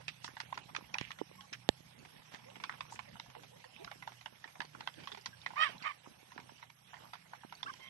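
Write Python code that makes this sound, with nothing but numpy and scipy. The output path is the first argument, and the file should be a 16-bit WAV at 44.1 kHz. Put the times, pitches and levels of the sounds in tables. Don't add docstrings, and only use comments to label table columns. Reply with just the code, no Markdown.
import sys
import numpy as np
from scipy import signal
from scipy.fft import rfft, irfft
from scipy.io import wavfile
from scipy.ndimage import uniform_filter1d

SR = 44100
rng = np.random.default_rng(int(sys.argv[2]) if len(sys.argv) > 2 else 0)


def unload_audio(sound):
    columns = np.transpose(np.atleast_2d(sound))
    steps = np.round(np.clip(columns, -1, 1) * 32767)
    wavfile.write(sys.argv[1], SR, steps.astype(np.int16))


def ratio_of_db(decibels):
    return 10 ** (np.asarray(decibels, float) / 20)


N = 347949
LEAD = 47
RIGHT_DB = 7.5


def evened(x):
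    return x / np.sqrt(np.mean(x ** 2) + 1e-20)


def smooth(x, *sizes):
    for size in sizes:
        x = uniform_filter1d(x, size=size)
    return x


def read(points, hz):
    f, value = np.transpose(points)
    return np.interp(np.log(hz + 1), np.log(f + 1), value)


def add(mix, s, pair):
    for side, early in ((0, LEAD), (1, 0)):
        start = max(round(s * SR) - early, 0)
        part = mix[side, start:][:pair.shape[1]]
        part += pair[side, :len(part)]


# (frequency [Hz], level [dB])
AWAY_PORT = [(60, -10), (120, 4), (230, -8.5), (440, -6.5), (860, -6.5), (1680, -10), (3270, -15),
             (6370, -0.5), (12400, -3)]


def shade(x):
    hz = np.fft.rfftfreq(x.shape[-1], 1 / SR)
    return irfft(rfft(x) * ratio_of_db(read(AWAY_PORT, hz)), x.shape[-1])


# (frequency [Hz], likeness [0-1])
PORT_LIKENESS = [(100, 0.91), (500, 0.78), (1200, 0.14), (5000, 0.02)]


def wash(spectrum, patchy_db, flicker_db):
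    frames, hz = N // 128 + 5, np.fft.rfftfreq(512, 1 / SR)
    a, b, c, d, patches = rng.standard_normal((frames, 257, 5)).T
    flicker = uniform_filter1d(patches[::-1], size=60, axis=0)
    flicker = evened(uniform_filter1d(flicker, size=3, axis=1))
    patches = uniform_filter1d(patches, size=6, axis=0)
    patches = evened(uniform_filter1d(patches, size=16, axis=1))

    same = np.clip(read(PORT_LIKENESS, hz), -1, 1)[:, None]
    right = a + 1j * b
    early = np.exp(2j * np.pi * hz * LEAD / SR)[:, None]
    left = same * right * early + np.sqrt(1 - same ** 2) * (c + 1j * d)
    left = left * ratio_of_db(read(AWAY_PORT, hz))[:, None]
    field_db = read(spectrum, hz)[:, None] + patchy_db * patches + flicker_db * flicker
    pair = signal.istft(np.array([left, right]) * ratio_of_db(field_db), nperseg=512, noverlap=384)[1]
    return pair[:, :N] / np.std(pair[1])


# (frequency [Hz], level [dB per Hz])
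INSECT_WHINE = [(10500, -60), (11080, -15), (11340, 0.5), (11600, -10), (11900, -60)]


def insects():
    return ratio_of_db(-82.5 + RIGHT_DB) * wash(INSECT_WHINE, 2.0, 0.6)


# (multiple of 30.8 Hz, level [dB])
ENGINE_ORDERS = [(2, -90), (3, -82), (4, -71.5), (5, -75), (6, -78)]
# (frequency [Hz], level [dB per Hz])
ENGINE_RUMBLE = [(12, -62), (20, -33), (27, -31), (48, -23), (91, 12.5), (113, -1), (163, 12), (209, 25),
                 (300, -13), (390, -30), (660, -120)]
# (time [s], level [dB])
AIR_CARRY = [(0.0, -65.5), (0.81, -69), (1.08, -65.5), (1.89, -66), (2.15, -70.5), (3.38, -67),
             (3.76, -75.5), (4.02, -65), (4.37, -72), (5.07, -66.5), (5.78, -71.5), (5.91, -74.5),
             (7.01, -69.5), (7.36, -72.5), (7.69, -70), (7.89, -74.5)]


def engine():
    engine_hz, rumble_db, usual_carry_db = 30.8, -68, -67
    drift = evened(smooth(rng.standard_normal((N, 10)).T, 4000, 4000))
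    k, db = np.transpose(ENGINE_ORDERS)[..., None]
    turns = np.cumsum(k * engine_hz * (1 + 0.017 * drift[:5]), 1) / SR
    hum = (ratio_of_db(db + 5.0 + 3.5 * drift[5:]) * np.sin(2 * np.pi * turns)).sum(0)
    rumble = wash(ENGINE_RUMBLE, 5.0, 1.4)
    carry_db = np.interp(np.arange(N) / SR, *np.transpose(AIR_CARRY)) - usual_carry_db
    return ratio_of_db(carry_db) * (ratio_of_db([[-4.0], [2.5]]) * hum + ratio_of_db(rumble_db) * rumble)


# (time [s], level [dB])
FLOCK_STIR = [(0.0, -67), (1.21, -68), (1.6, -71), (2.7, -64.5), (3.47, -69.5), (3.91, -65.5),
              (4.28, -73.5), (5.05, -62.5), (5.34, -69.5), (5.71, -57), (5.96, -71), (6.31, -70),
              (6.62, -68.5), (6.74, -84), (6.95, -66.5), (7.38, -72), (7.76, -63.5), (7.89, -67.5)]
# (frequency [Hz], level [dB per Hz])
FEATHER_RUSTLE = [(290, -70), (500, 2), (648, -8), (859, 1), (1200, -6), (1620, -2.5), (2990, 0.5),
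                  (4720, -10.5), (5580, -8.5), (6000, -26), (7800, -48), (13200, -120)]
# (frequency [Hz], level [dB per Hz])
FOOT_SCUFF = [(110, -46), (180, 11), (247, 0.5), (349, 0), (800, -6), (1040, -52), (1760, -120)]
# (frequency [Hz], level [dB per Hz])
HUSK_HISS = [(2350, 5), (4000, 1.5), (5730, 5.5), (7030, -2), (8320, 0), (9500, -3), (10300, -8),
             (11000, 3.5), (11500, -34), (12200, -47), (15900, -62), (22000, -120)]
# (usual level [dB], rise [dB per dB of stir])
STIR_FOLLOW = [(-68, 0.84), (-77, 1), (-71.5, 0.19)]


def stir_db(s):
    return np.interp(s, *np.transpose(FLOCK_STIR)) + 68


def shuffle():
    stir = stir_db(np.arange(N) / SR)
    layers = wash(FEATHER_RUSTLE, 3.8, 2.5), wash(FOOT_SCUFF, 4.6, 3.6), wash(HUSK_HISS, 2.5, 1.2)
    return sum(ratio_of_db(db + slope * stir + RIGHT_DB) * x for (db, slope), x in zip(STIR_FOLLOW, layers))


# (time [s], length [s], level
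# [dB], first pitch [Hz], last pitch [Hz])
SHORT_CALLS = [(0.858, 0.072, -80, 1780, 1850), (1.381, 0.03, -60.5, 1084, 1090),
               (1.423, 0.043, -67, 1126, 1090), (1.39, 0.089, -69.5, 852, 820),
               (2.456, 0.053, -58, 482, 557), (3.075, 0.028, -59.5, 602, 564),
               (3.36, 0.038, -56.5, 447, 498), (3.516, 0.054, -62.5, 423, 556),
               (3.23, 0.076, -71.5, 700, 715), (3.647, 0.028, -62, 525, 500),
               (3.795, 0.044, -55.5, 298, 431), (3.798, 0.082, -63, 646, 704),
               (5.111, 0.033, -59.5, 412, 423), (5.17, 0.027, -60, 406, 410),
               (5.329, 0.022, -55.5, 1620, 1566), (7.66, 0.026, -45, 1200, 1630),
               (7.694, 0.014, -47.5, 1500, 1525), (7.675, 0.035, -47, 1134, 1147),
               (7.693, 0.028, -51.5, 1130, 1040), (7.739, 0.012, -61.5, 1000, 1000)]


def clucks():
    octave_db = -13.5
    out = np.zeros((2, N))
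    flutters = rng.standard_normal((len(SHORT_CALLS), 2, 5000))
    for (s, length, db, first_hz, last_hz), flutter in zip(SHORT_CALLS, flutters):
        u = np.linspace(0, 1, round(length * SR))
        wobble, tremble = evened(smooth(flutter, 200))[:, :len(u)]
        hz = first_hz + (last_hz - first_hz) * np.sin(np.pi * u / 2)
        turns = np.cumsum(hz * (1 + .022 * wobble)) / SR
        tone = np.sin(2 * np.pi * turns) + ratio_of_db(octave_db) * np.sin(4 * np.pi * turns)
        swell = ratio_of_db(db - 1.0 + RIGHT_DB + 2.54 * tremble) * np.sin(np.pi * u) ** 0.4
        add(out, s, swell * tone * ratio_of_db([[-6.0], [0]]))
    return out


def voice(s, effort_db, hz, rough, mouth, shut, wide):
    t = np.arange(s[0], s[-1], 1 / SR)
    effort_db, hz, rough, mouth = (np.interp(t, s, c) for c in (effort_db, hz, rough, mouth))
    rough, mouth = np.clip(rough, 0, 1), np.clip(mouth, 0, 1)
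    wobble, air, other, *trembles = rng.standard_normal((len(t), 17)).T
    turns = np.cumsum(hz * (1 + 0.017 * evened(smooth(wobble, 150)))) / SR

    k = np.arange(1, 15)[:, None]
    tremble_db = 4.2 * evened(smooth(trembles, 120, 120))
    folds = (ratio_of_db(tremble_db) * np.cos(2 * np.pi * k * turns + 0.82 * k * k)).sum(0)
    folds *= 1 + 0.59 * rough * np.cos(np.pi * turns)
    puffs = (.5 + np.exp(-(turns % 1) / 0.47)) * np.array([other, air])
    drive = (1 - rough ** 1.3) * evened(folds) + .8 * rough ** 1.3 * evened(puffs)

    bins = np.fft.rfftfreq(len(t), 1 / SR)
    narrow, broad = (evened(irfft(rfft(drive) * ratio_of_db(read(throat, bins)), len(t))) for throat in (shut, wide))
    call = (1 - mouth) * narrow + mouth * broad
    call /= np.sqrt(smooth(call[1] ** 2, 500) + 1e-3)
    call[0] = shade(call[0])
    return ratio_of_db(effort_db + RIGHT_DB - 1.0) * call * signal.windows.tukey(len(t), .08)


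# (time [s], effort [dB], pitch [Hz], roughness [0-1], mouth opening [0-1])
HEN_SQUAWKS = [
    [(5.555, -54, 442.5, 0.3, 0), (5.567, -44, 549, 0.3, 0.2), (5.578, -38, 595.6, 0.52, 0.2),
     (5.593, -37, 625, 0, 0.2), (5.617, -30.5, 616, 0.35, 1), (5.639, -29, 647.3, 0.49, 0.96),
     (5.651, -38, 592, 0.55, 0.65), (5.67, -38.5, 572, 0.42, 0.54), (5.697, -58, 490, 0.2, 0.2)],
    [(5.831, -59, 412, .3, 0), (5.841, -48, 509.6, 0.3, 0), (5.853, -41, 578, 0.72, 0.1),
     (5.868, -36.5, 608.4, 0.73, 0.38), (5.878, -38.5, 612, 0.54, 0.7), (5.888, -46, 599, 0.65, 0.2),
     (5.908, -44.5, 582, 0.4, 0.1), (5.917, -49, 520, 0.5, 0.4), (5.928, -59, 500, .7, .2)],
]
# (frequency [Hz], level [dB])
THROAT_SHUT = [(350, -40), (800, -5), (1150, 4), (1600, -10), (2250, 1.5), (2800, -21), (4500, -28),
               (11700, -64)]
# (frequency [Hz], level [dB])
THROAT_WIDE = [(350, -38), (620, -21.5), (1240, 3.5), (1550, 4), (1900, 3), (2450, -2), (3100, 1.5),
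               (3750, -12), (4400, -17), (5500, -24), (6500, -41), (10000, -30.5), (12000, -75)]
# (delay [s], level [dB])
YARD_ECHOES = [(0.022, -7), (.043, -20), (.067, -14.5)]
# (time [s], level [dB], pitch [Hz])
CHICK_CHEEP = [(7.795, -75, 1030), (7.83, -67, 1060), (7.89, -66.5, 1070)]


def birds():
    out = np.zeros((2, N))
    for rows in HEN_SQUAWKS:
        call = voice(*np.transpose(rows), THROAT_SHUT, THROAT_WIDE)
        add(out, rows[0][0], call)
        for late_s, echo_db in YARD_ECHOES:
            add(out, rows[0][0] + late_s, ratio_of_db(echo_db) * np.diff(call))
    s, db, hz = np.transpose(CHICK_CHEEP)
    beak = [(800, -28.5), (1100, -12), (2100, -2.0), (3200, -3.5), (3600, -46)]  # (Hz, dB)
    add(out, s[0], voice(s, db + 9.5, hz, 0 * s + .36, 0 * s, beak, beak))
    return out


# (time [s], peak level [dB])
NAIL_TAP = (1.69024, -3.4)


def tap():
    s, db = NAIL_TAP
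    t = np.arange(1500) / SR - .001
    late = np.maximum(t, 0)
    dent = -np.exp(-(t / .00005) ** 2)
    ring = -.6 * np.cos(2 * np.pi * 3500 * late) * np.exp(-late / .0004) * (1 - np.exp(-late / .0001))
    ring += 0.15 * np.sin(2 * np.pi * 1750 * (late - .0007)) * np.exp(-late / 0.0016) * (1 - np.exp(-late / 0.00016))
    ring += 0.058 * np.sin(2 * np.pi * 850 * (late - .0006)) * np.exp(-late / 0.0031) * (1 - np.exp(-late / .0005))
    rebound = 0.43 * np.exp(-((t - .0009) / 0.00045) ** 2) - 0.37 * np.exp(-((t - .0002) / 0.00021) ** 2)
    sway = -.13 * np.exp(-((t - .0028) / 0.0012) ** 2) + 0.0084 * np.exp(-((t - .008) / 0.0026) ** 2)
    out = np.zeros((2, N))
    add(out, s - .001, ratio_of_db(db) * (dent + ring + rebound + sway) * ratio_of_db([[-48], [0]]))
    return out


# (time [s], peak level [dB], tone [Hz])
FINGER_SHIFTS = [(0.337, -51, 160), (0.657, -52, 153), (1.012, -33.5, 183), (1.214, -26.5, 397),
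                 (2.567, -46.5, 330), (6.362, -44.5, 350)]
# (time [s], peak level [dB], tone [Hz])
FOOT_KNOCKS = [(0.785, -44, 412), (1.313, -47.5, 478), (1.805, -51.5, 244), (2.34, -47.5, 243),
               (4.596, -46, 260), (4.647, -50.5, 460), (4.982, -48, 262), (5.747, -49.5, 184),
               (6.073, -46.5, 300), (6.39, -48, 380), (6.52, -52, 305), (0.824, -49.5, 260),
               (4.751, -53, 296), (7.448, -43, 283), (0.083, -51, 464), (0.245, -51, 354),
               (0.288, -49, 350), (0.434, -52.5, 400), (0.939, -43.5, 503), (1.523, -47.5, 296),
               (2.027, -53, 347), (2.943, -51, 403), (3.872, -53, 402), (3.957, -55, 350),
               (4.324, -54, 520), (4.457, -52, 380), (4.608, -48, 397), (6.229, -53, 400)]


def knocks():
    out, t = np.zeros((2, N)), np.arange(2000) / SR
    finger_pan_db, foot_pan_db = -35, -10.5
    pushes = [(*row, finger_pan_db) for row in FINGER_SHIFTS]
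    pushes += [(*row, foot_pan_db) for row in FOOT_KNOCKS]
    for s, db, hz, pan_db in pushes:
        swing = -np.sin(2 * np.pi * hz * t) * (t / 0.0023) ** 2 * np.exp(-t / 0.001)
        ring = -.06 * np.sin(2 * np.pi * .8 * hz * t) * (1 - np.exp(-t / .003)) * ratio_of_db(-60 * t / .04)
        edge = 0.24 * np.sin(2 * np.pi * 2.24 * hz * t) * (t / 0.001) ** 2 * np.exp(-t / 0.00064)
        add(out, s, ratio_of_db(db + RIGHT_DB + 15.0) * (swing + ring + edge) * ratio_of_db([[pan_db], [0]]))
    return out


# (time [s], length [s], level [dB], centre [Hz], width [octaves])
GRAIN_SWEEPS = [(0.985, 0.13, -58.5, 2420, 0.38), (2.313, 0.085, -61, 1130, 1.4),
                (2.9, 0.079, -66.5, 6700, 0.76), (2.7, 0.075, -60, 1500, 0.72),
                (.229, 0.058, -61.5, 4900, 0.51), (0.11, 0.076, -71.5, 3100, 0.38),
                (3.4, 0.043, -69, 2100, 1.3), (4.4, 0.16, -75, 1100, 1.4), (8.1, 0.096, -62.5, 3400, 0.56),
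                (1.525, 0.038, -54, 1900, .5), (6.99, 0.13, -66, 970, 0.47)]
# (time [s], length [s], level [dB])
CLAW_DRAGS = [(0.551, 0.1, -70), (0.728, 0.12, -68.5), (1.959, 0.13, -73.5), (2.503, 0.48, -72),
              (3.359, 0.13, -70), (4.733, 0.14, -68), (4.961, 0.1, -63.5), (6.052, 0.11, -69.5),
              (6.326, 0.25, -74), (7.636, 0.067, -67)]


def sweeps():
    out = np.zeros((2, N))
    strokes = GRAIN_SWEEPS + [(*row, 230, 1) for row in CLAW_DRAGS]
    grains = rng.standard_normal((len(strokes), 3, 9000))
    hz = np.fft.rfftfreq(9000, 1 / SR)
    for (s, length, db, centre_hz, octaves), grain in zip(strokes, grains):
        u = np.arange(9000) / SR / length
        colour = np.exp(-.5 * (np.log2((hz + 1) / centre_hz) / octaves) ** 2) / (1 + (hz / 9000) ** 8)
        band = evened(irfft(rfft(grain[:2]) * colour))
        clumps = ratio_of_db(4.5 * evened(smooth(grain[2], 110)))
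        add(out, s, ratio_of_db(db + RIGHT_DB) * band * clumps * np.sin(np.pi * np.minimum(u, 1) ** 0.62))
    return np.array([shade(out[0]), out[1]])


# (time [s], peak level [dB], tone [Hz])
KERNEL_SKIPS = [(0.962, -48, 1600), (1.013, -47, 1000), (1.991, -57, 4500), (2.346, -55, 4600),
                (2.404, -59, 900), (2.489, -56, 900), (2.502, -54.5, 2780), (2.74, -53, 810),
                (2.751, -56, 955), (2.809, -44, 3620), (3.091, -60, 4600), (3.396, -57, 1500),
                (3.642, -63, 4500), (3.764, -47.5, 2520), (4.219, -62, 860), (4.652, -53, 4430),
                (4.941, -53.5, 3300), (5.057, -56, 4970), (5.079, -51, 4000), (5.126, -44, 3550),
                (5.176, -53, 860), (5.213, -55, 5000), (5.26, -39.5, 4360), (5.261, -54, 6000),
                (5.417, -51, 3700), (5.753, -56, 1000), (5.782, -52.5, 4000), (6.969, -54, 2000),
                (7.685, -63, 3700), (0.811, -50, 1010), (2.854, -54.5, 900), (4.121, -54.5, 900),
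                (5.149, -50, 950), (7.155, -50, 1030), (7.553, -52.5, 4500), (5.058, -59, 1500),
                (0.578, -49, 4600)]


def skips():
    out, t = np.zeros((2, N)), np.arange(900) / SR
    for (s, db, hz), dice in zip(KERNEL_SKIPS, rng.random((len(KERNEL_SKIPS), 3))):
        span = 3.2 / hz * (hz / 1000) ** 0.88
        hump = (t / span) ** 2 * np.exp(2 - 2 * t / (0.32 * span)) / 0.086
        tone = np.sin(2 * np.pi * hz * t + 6 * dice[:2, None]) + 0.34 * np.sin(2 * np.pi * 1.39 * hz * t)
        land = hump * tone
        bounce = 0.43 * np.roll(land, round(120 + 200 * dice[2]), axis=1)
        add(out, s - 0.3 * span, ratio_of_db(db + RIGHT_DB) * (land + bounce))
    return np.array([shade(out[0]), out[1]])


# (time [s], peak level [dB], tube tone [Hz], wall tone [Hz], extra kernels [dB])
BARE_BLOWS = [(0.081, -27.5, 1790, 2570, 4), (0.244, -33, 940, 1710, -0.5), (0.402, -30, 934, 1780, 0.5),
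              (0.984, -27, 2690, 2910, -1), (1.011, -33.5, 1980, 2370, -5), (1.116, -37, 2450, 3260, -6),
              (1.408, -41.5, 1410, 3120, -3), (1.528, -42, 1790, 2450, 8), (3.198, -36.5, 930, 2150, -4),
              (3.846, -38, 1140, 1730, -9), (5.259, -30, 1080, 1600, -2.5), (5.824, -40, 2730, 4440, -1),
              (7.63, -32.5, 1000, 3520, 0), (7.738, -46.5, 1000, 5480, -11.5), (0.26, -54, 2960, 5470, 3),
              (.543, -43, 1010, 2720, -4), (0.587, -48, 1400, 2430, -3), (5.271, -49, 990, 2350, -6),
              (5.086, -50, 1700, 2700, 0), (6.357, -58, 1500, 3000, -4)]
# (time [s], peak level [dB], tube tone [Hz], wall tone [Hz], hollow ring [dB])
THIN_FEED_BLOWS = [(0.575, -34.5, 1020, 1330, 4.5), (0.749, -32.5, 1050, 2140, 0.5),
                   (0.763, -30.5, 1290, 2450, -1), (0.942, -29, 1120, 2450, -10),
                   (1.106, -36.5, 1210, 1770, -0.5), (1.187, -44, 1060, 1970, -4),
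                   (2.346, -40, 800, 1810, -3.5), (2.556, -44.5, 970, 2160, 0.1),
                   (2.638, -28.5, 1100, 2230, -4.5), (3.914, -38, 787, 2170, 3.5),
                   (4.075, -35, 920, 1200, 3.5), (4.441, -38.5, 930, 1814, -0.3),
                   (4.604, -30, 930, 1680, -4.5), (4.617, -36.5, 930, 1890, 5),
                   (4.807, -38.5, 930, 1440, -5), (4.874, -28.5, 1020, 1970, -2),
                   (5.073, -35, 1100, 3250, 0), (5.118, -39.5, 1080, 3570, -6),
                   (5.462, -26.5, 1110, 1990, -7), (7.134, -36.5, 980, 1330, 0.5),
                   (7.524, -41, 960, 1320, 3.5)]
# (time [s], peak level [dB], tube tone [Hz], wall tone [Hz], hollow ring [dB])
DEEP_FEED_BLOWS = [(0.278, -41, 1084, 1710, -0.5), (0.368, -39, 1010, 1680, -0.5),
                   (0.526, -34, 1050, 2350, 6), (0.691, -47, 1000, 2020, 4), (2.695, -30, 1360, 1875, 5),
                   (2.807, -31.5, 1064, 2440, 1.7), (2.923, -42, 930, 1730, 9),
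                   (2.991, -33, 1030, 2100, 1.5), (3.35, -43, 840, 1920, 3.5), (3.641, -49.5, 960, 1720, 1),
                   (3.875, -41.5, 1320, 1420, 12), (4.024, -38.5, 1000, 1990, -4),
                   (4.259, -36, 860, 2920, -0.5), (4.555, -46, 800, 1710, 2.5),
                   (4.749, -45.5, 1100, 1400, 1), (5.504, -43, 875, 1400, 7),
                   (6.318, -47.5, 1020, 2700, -0.5), (6.378, -40, 1020, 2230, -2.5),
                   (6.627, -43.5, 953, 1910, -1.5), (6.94, -41, 920, 1840, 0.1),
                   (7.334, -40.5, 910, 1530, 3.7)]
# (time [s], peak level [dB])
BRIGHT_TOUCHES = [(0.55, -54), (2.05, -48.5), (2.6, -47), (2.958, -49.5), (3.434, -51), (5.147, -44),
                  (4.119, -55), (4.21, -53), (4.398, -68), (3.3, -51), (3.6, -82), (2.9, -65), (5, -53),
                  (1.655, -77), (4.476, -51), (4.651, -52), (5.036, -50), (6.4, -47), (5.173, -46.5),
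                  (3.3, -66), (4.8, -56), (6.699, -55), (7.153, -50), (7.351, -54.5)]
# (time [s], peak level [dB])
MUFFLED_TOUCHES = [(0.011, -56.5), (0.952, -38.5), (3.155, -49), (3.26, -61), (4.33, -73), (.96, -52),
                   (6.058, -52.5), (6.493, -49.5), (6.593, -68), (6.932, -49), (5.535, -47), (6.968, -58),
                   (7.434, -48)]


def blows():
    far_count, far_db, far_spread_db = 50, -84, 6
    when, size = rng.random((far_count, 2)).T
    far = np.c_[when * N / SR, far_db + far_spread_db * (size - .5)]
    far[:, 1] += stir_db(far[:, 0])

    bright_hz, muffled_hz = (930, 2230), (930, 1600)
    kinds = [
        ([(*row, 0) for row in BARE_BLOWS], -7.5),
        ([(*row[:4], 0, row[4]) for row in THIN_FEED_BLOWS], -12.5),
        ([(*row[:4], 0, row[4]) for row in DEEP_FEED_BLOWS], -16),
        ([(*row, *bright_hz, 0, 0) for row in BRIGHT_TOUCHES], -10),
        ([(*row, *muffled_hz, 0, 0) for row in MUFFLED_TOUCHES], -26.5),
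        ([(*row, *bright_hz, 0, 0) for row in far], -12.5)]
    kernels_db, kernels_lag = -9, 0.44
    return [(*row[:4], hard_db, row[4] + kernels_db - kernels_lag * (row[1] + 40), row[5])
            for rows, hard_db in kinds for row in rows]


# (frequency [Hz], level [dB])
WALL_MODES = [(1450, 1), (1900, 1), (2400, -2.5), (2900, -1.5), (3400, -1), (3900, -4), (4600, -9.5),
              (5300, -8), (6200, -15), (7500, -71), (9200, -19)]


def pecks():
    out, t = np.zeros((2, N)), np.arange(4096) / SR
    rows = blows()
    chance = rng.standard_normal((len(rows), 4, 16))
    kernels = rng.standard_normal((len(rows), 4, len(t)))
    wall_hz, wall_db = np.transpose(WALL_MODES)
    slot = signal.butter(4, [620, 9000], "band", fs=SR, output="sos")
    for (s, db, tube_hz, tone_hz, hard_db, kernel_db, hollow_db), dice, grit in zip(rows, chance, kernels):
        hz = np.r_[tube_hz, tone_hz, wall_hz * (1 + .06 * dice[0, :len(wall_hz)])]
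        lift_db = (hard_db + 13.0) * np.clip(np.log2(hz / 1700), -.6, 1.6)
        mode_db = np.r_[4.0 + hollow_db, 3.5, wall_db] + lift_db
        mode_db = mode_db + 1.2 * dice[1, :len(hz)]
        t60 = 0.02 * (hz / 1000) ** -.6 * np.exp(0.021 * dice[2, -1])
        fade = ratio_of_db(-60 * t / t60[:, None]) + 1.6 * np.exp(-t / .0005)
        turn = np.array([1.05 * dice[3, :len(hz)], 0 * hz])[..., None]
        rings = ratio_of_db(mode_db[:, None]) * fade * np.sin(2 * np.pi * hz[:, None] * t + turn)
        rings *= (1 - np.exp(-t / 0.0004)) ** 2

        crunch = 0.04 * grit[2] ** 3 * (t / .001) ** 2 * np.exp(-t / 0.0008)
        crunch[60] = 1
        knock = signal.fftconvolve(rings.sum(1), crunch[None], axes=1)[:, :len(t)]

        bounces = ratio_of_db(2.5 * evened(smooth(grit[3], 90)))
        rattle = signal.fftconvolve(rings[:, :, :120].sum(1), grit[:2], axes=1)[:, :len(t)]
        rattle = evened(rattle) * bounces * ratio_of_db(kernel_db - 60 * t / 0.078) * (1 - np.exp(-t / 0.0023))
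        both = signal.sosfilt(slot, knock / abs(knock[1]).max() + rattle)
        add(out, s - .001, ratio_of_db(db + RIGHT_DB) * both)
    return np.array([shade(out[0]), out[1]])


def scene():
    background = insects() + engine() + shuffle()
    calls = clucks() + birds()
    handling = tap() + knocks()
    return background + calls + handling + sweeps() + skips() + pecks()


# (frequency [Hz], level [dB])
TREBLE_BAR = [(3500, -20), (4700, -3), (5700, -7), (7000, 1.5), (9200, -5), (10300, 8), (11300, -8),
              (11800, -4), (12400, 32)]


def starve(x):
    hz, _, z = signal.stft(x, SR, nperseg=1024)
    centre_hz = hz[6::12, None]
    band_db = 10 * np.log10(np.add.reduceat(abs(z) ** 2, np.arange(0, 513, 12), axis=1) + 1e-16)
    busy_db = 0.13 * np.maximum(band_db.max(1, keepdims=True) + 60.0, 0)
    whim = uniform_filter1d(smooth(rng.standard_normal(band_db.shape), 5), size=2, axis=1)
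    bar_db = np.median(band_db, 2, keepdims=True) + read(TREBLE_BAR, centre_hz) + busy_db
    bar_db = bar_db + 3.5 * evened(whim)
    short_db = np.clip(bar_db - smooth(band_db, 2), -30, 30)
    kept = 1 / (1 + np.exp(short_db / .5))
    kept = np.where(centre_hz < 3500, 1, kept)
    return signal.istft(z * np.repeat(kept, 12, axis=1)[:, :513], SR, nperseg=1024)[1][:, :N]


def top_cut(x):
    return signal.sosfilt(signal.butter(12, 13000, fs=SR, output="sos"), x)


def record(dry):
    bass_cut = signal.butter(2, 54, "high", fs=SR, output="sos")
    mix = starve(signal.sosfilt(bass_cut, dry))
    return top_cut(mix)


dry = scene()
out = record(dry)
unload_audio(out)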